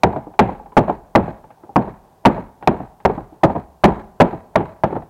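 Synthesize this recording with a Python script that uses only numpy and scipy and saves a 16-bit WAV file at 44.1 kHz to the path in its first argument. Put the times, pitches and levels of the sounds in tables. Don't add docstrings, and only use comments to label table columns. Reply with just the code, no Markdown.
import sys
import numpy as np
from scipy import signal
from scipy.fft import rfft, irfft
from scipy.io import wavfile

SR = 44100
rng = np.random.default_rng(int(sys.argv[2]) if len(sys.argv) > 2 else 0)


def master_out(mix):
    frames = np.transpose(np.atleast_2d(mix))
    ceiling = np.clip(frames, -1, 1)
    pcm = np.round(ceiling * 32767).astype(np.int16)
    wavfile.write(sys.argv[1], SR, pcm)


N = 224496

# start in seconds, force in dB, seconds the sheet keeps buckling,
# clang pitch in Hz, hardness (extra treble) in dB, level of the hull's landing in dB.
BLOWS = [(.0338, 8.5, 0.0037, 760, -0.5, -8.5), (.391, 6.5, 0.0067, 880, 5.5, -29.5),
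         (.7677, .5, 0.019, 780, -.5, -1.5), (1.1512, 1.5, 0.018, 720, -0.5, -14.5),
         (1.759, -0.5, .013, 1040, -4.5, -31), (2.252, 2.5, 0.017, 980, 0.5, -14),
         (2.6739, 2.5, 0.0063, 880, 3, -15), (3.0511, 2, 0.0079, 780, -1.5, -13.5),
         (3.433, .5, 0.014, 570, -7.5, -8.5), (3.8369, 1.5, .022, 750, -0.5, -27.5),
         (4.201, 1.5, 0.019, 520, 0, -14.5), (4.5555, 1.5, 0.0067, 684, 5.5, -46),
         (4.8356, -4.5, 0.0092, 720, 5.5, -9)]
# pitch in Hz, ring level in dB,
# seconds to fade by 60 dB before extra damping, level of the first crack in dB.
HULL_MODES = [(47.2, -32, 0.69, -25.5), (112.8, -16.5, 0.27, -19.5), (177.5, -12.5, 0.24, -5),
              (400, -13, .2, -8.5), (570, -14, 0.2, -11), (834, -16.5, 0.28, -3.5),
              (1080, -28.5, 0.24, -11.5), (1473, -28, 0.18, -22.5), (1980, -43, 0.38, -23),
              (3120, -48.5, 0.24, -35), (4200, -65, 0.2, -43.5)]
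USUAL_BUCKLE_S = 0.012
BOUNCE_S, LANDING_S = 0.066, 0.125


def undb(db):
    return 10 ** (np.asarray(db) / 20)


def fade(t, t60):
    return np.exp(-np.log(1000) * t / t60)


def swell(t, rise_s):
    return 1 - np.exp(-(t / rise_s) ** 2)


def mode(t, hz, t60, rise_s):
    return np.sin(2 * np.pi * hz * t) * fade(t, t60) * swell(t, rise_s)


def noise(points_hz, values, to_gain=undb):
    hz = np.maximum(np.arange(N // 2 + 1) * SR / N, 1)
    curve = np.interp(np.log(hz), np.log(points_hz), values)
    shaped = irfft(rfft(rng.standard_normal(N)) * to_gain(curve), N)
    return shaped / shaped.std()


def add(track, start_s, sound):
    i = max(int(start_s * SR), 0)
    track[i:i + len(sound)] += sound[:max(N - i, 0)]


def background():
    # frequency in Hz, relative level in dB.
    air_tone = [(15, -44.5), (25, -20), (180, -4), (217, -13), (293, -20), (354, -11), (560, -14),
                (796, -6.5), (1070, -15), (1260, -24.5), (1520, -25.5), (2160, -33.5), (16000, -35)]
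    wash = noise(*np.transpose(air_tone))
    murmur = signal.sosfiltfilt(signal.butter(2, 3000, fs=SR, output="sos"), wash)
    hiss = wash - murmur
    waver_db = 1.8 * np.interp(np.arange(N), np.linspace(0, N, 90), rng.standard_normal(90))
    return undb(-53) * (murmur * undb(waver_db) + undb(-3) * hiss)


def yard_echo(t, sound):
    tail = rng.standard_normal(len(t)) * fade(t, 0.57) * swell(t, 0.067)
    tail = signal.sosfilt(signal.butter(2, 2200, fs=SR, output="sos"), tail / np.linalg.norm(tail))
    return undb(-27) * signal.fftconvolve(sound, tail)[:N]


def rattle(t):
    # frequency in Hz, relative level in dB.
    rattle_tone = [(300, -7), (900, 6.5), (1400, -2), (2200, -11), (3000, -25.5), (4100, -25), (5200, -41),
                   (7500, -37), (12000, -58.5)]
    drop_back = undb(-13) * np.exp(-((t - LANDING_S) / 0.062) ** 2)
    surge = swell(t, 0.014) * fade(t, 0.52) + drop_back
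    shake = np.zeros(N)
    for start_s, force_db, buckle_s, *_ in BLOWS:
        shake_db = 0.69 * force_db + 3.5 * np.log2(buckle_s / USUAL_BUCKLE_S)
        add(shake, start_s, undb(shake_db) * surge)
    touching = rng.random(N) < 420 / SR
    contacts = touching * undb(3.6 * rng.standard_normal(N)) * rng.choice([-1, 1], N)
    fitting = rng.integers(0, 4, N)
    chatter = np.zeros(N)
    for k in np.unique(fitting):
        ring = noise(*np.transpose(rattle_tone))[:len(t)] * fade(t, 0.035) * swell(t, 0.0012)
        chatter += signal.fftconvolve(contacts * (fitting == k), ring / np.linalg.norm(ring))[:N]
    return undb(-34) * shake * chatter / chatter.std()


def mode_groups():
    hz = np.array(HULL_MODES)[:, 0]
    points_hz = np.r_[hz[0] / 2.5, hz, hz[-1] * 1.5]
    peaks = np.eye(len(points_hz))[1:-1]
    return np.array([noise(points_hz, peak, to_gain=lambda curve: curve ** 0.78) for peak in peaks])


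def hull(t, groups, bass_db, hard_db, ring_db, crack_db, damping, rise_s, buckle_s=0):
    hz, mode_db, t60, first_db = np.array(HULL_MODES).T[:, :, None]
    start = int(rng.random() * (N - len(t)))
    waves = groups[:, start:start + len(t)]
    build_s = np.minimum(2.39 / hz, 0.012)
    ring = undb(mode_db + ring_db * (hz > 450)) * fade(t, t60 / damping) * swell(t, build_s)
    held_s = buckle_s / (1 + (hz / 1500) ** 2)
    crack = undb(first_db + crack_db) * fade(np.maximum(t - held_s, 0), 0.039)
    shape = (ring + crack) * swell(t, rise_s)
    power = np.sum((shape * waves) ** 2, axis=1, keepdims=True) / np.sum(shape ** 2, axis=1, keepdims=True)
    colour_db = bass_db / (1 + (hz / 450) ** 4) + hard_db / (1 + (1300 / hz) ** 4)
    return np.sum(undb(colour_db) * shape * waves / np.sqrt(power), axis=0)


def taps(t, groups):
    # start in seconds, level in dB, pitch in Hz, hardness in dB.
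    clear_taps = [(.268, -20, 306, -16), (.338, -33, 770, 7), (.548, -32, 800, 9), (.597, -25, 840, -11),
                  (.659, -29.5, 807, 0), (.72, -29, 1000, 3), (1.44, -28.5, 863, -3),
                  (1.504, -33.5, 821, 10.5), (1.635, -28, 347, -5), (1.692, -25, 800, -35),
                  (2.625, -20, 810, 8), (3.001, -37.5, 834, 15.5), (3.323, -29, 304, -30),
                  (5.021, -26.5, 700, 3)]
    faint_taps, faint_per_s = [], 3
    for slot in range(int(faint_per_s * N / SR)):
        start_s = (slot + rng.random()) / faint_per_s
        level_db = -39 + 2 * rng.standard_normal()
        hz = 800 * 2 ** (0.16 * rng.standard_normal())
        faint_taps.append((start_s, level_db, hz, 0.5))
    out = np.zeros(N)
    for start_s, level_db, hz, hard_db in clear_taps + faint_taps:
        body = hull(t, groups, bass_db=-5.5, hard_db=hard_db, ring_db=-1.5, crack_db=-6,
                    damping=1.2, rise_s=0.00077)
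        tone = mode(t, hz, t60=0.073, rise_s=0.0019)
        add(out, start_s, undb(level_db) * (undb(-2) * body + undb(-2.5) * tone))
    return out


def knock(t, groups, hz, bass_db, tone_db):
    body = hull(t, groups, bass_db, hard_db=-7, ring_db=-0.5, crack_db=0.5, damping=1.41, rise_s=0.0034)
    return undb(-3.5) * body + undb(tone_db) * mode(t, hz, t60=0.036, rise_s=0.0039)


def rocking(t, groups):
    # start in seconds, level in dB, pitch in Hz.
    stray_knocks = [(.13, -15.5, 815), (.488, -12, 814), (.878, -8.5, 644), (1.873, -18, 656),
                    (2.296, -7.5, 450), (2.361, -14.5, 690), (2.71, -11, 657), (3.096, -6, 426),
                    (3.496, -8.5, 770), (3.549, -14, 686), (3.881, -4, 395), (4.603, -8.5, 416),
                    (4.924, -10.5, 396), (4.952, -15.5, 811)]
    bass_per_db = -0.64
    out = np.zeros(N)
    for start_s, *_, landing_db in BLOWS:
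        bounce = knock(t, groups, hz=594, bass_db=1.5, tone_db=-1.5)
        landing = knock(t, groups, hz=720, bass_db=-5 + bass_per_db * landing_db, tone_db=-2)
        add(out, start_s + BOUNCE_S, undb(-19) * bounce)
        add(out, start_s + LANDING_S, undb(landing_db) * landing)
    for start_s, level_db, hz in stray_knocks:
        stray = knock(t, groups, hz, bass_db=-7.5 + bass_per_db * level_db, tone_db=4)
        add(out, start_s, undb(level_db) * stray)
    return out


def sheet_tones(t, centre_hz, spread, rise_s):
    # pitch in Hz, relative level in dB, seconds to fade by 60 dB.
    sheet_modes = [(170, -7.5, 0.24), (202.6, -4.5, .16), (243.4, -1.5, 0.11), (342.7, -1.5, 0.15),
                   (390.3, -1, 0.17), (570, -3.5, 0.17), (646, 1, 0.11), (750.6, -1.5, 0.099),
                   (838.4, -3.5, 0.093), (934.7, 2.5, 0.058), (1081.4, -6.5, 0.11)]
    hz, db, t60 = np.array(sheet_modes).T[:, :, None]
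    share = undb(db) * np.exp(-(np.log(hz / centre_hz) / spread) ** 2)
    sign = rng.choice([-1, 1], share.shape)
    return np.sum(sign * share / np.linalg.norm(share) * mode(t, hz, t60, rise_s), axis=0)


def hammer(t, groups):
    out = np.zeros(N)
    for start_s, force_db, buckle_s, clang_hz, hard_db, _ in BLOWS:
        give = np.log2(buckle_s / USUAL_BUCKLE_S)
        body = hull(t, groups, bass_db=-1.45 + 4 * give, hard_db=hard_db, ring_db=-0.23 + 5 * give,
                    crack_db=-8, damping=1.09, rise_s=0.00044, buckle_s=buckle_s)
        clang = undb(-1) * sheet_tones(t, clang_hz, spread=0.3, rise_s=0.00041)
        clang *= fade(np.maximum(t - buckle_s, 0), 0.06)
        ping = undb(2 * hard_db - 26.5) * mode(t, hz=2506, t60=0.0083, rise_s=0.0013)
        boom = undb(-3 + 7 * give) * sheet_tones(t, centre_hz=246, spread=0.45, rise_s=0.02)
        add(out, start_s, undb(force_db) * (body + clang + ping + boom))
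    return out


def scene():
    t = np.arange(int(0.55 * SR)) / SR
    groups = mode_groups()
    work = hammer(t, groups) + rocking(t, groups) + taps(t, groups) + rattle(t)
    return (work + yard_echo(t, work) + background())[None]


def record(dry):
    thinned = signal.sosfilt(signal.butter(2, 32, "high", fs=SR, output="sos"), dry)
    clipped = np.clip(thinned, -0.705, 0.705)
    return signal.sosfilt(signal.ellip(8, 0.2, 70, 15900, fs=SR, output="sos"), clipped)


dry = scene()
out = record(dry)
master_out(out)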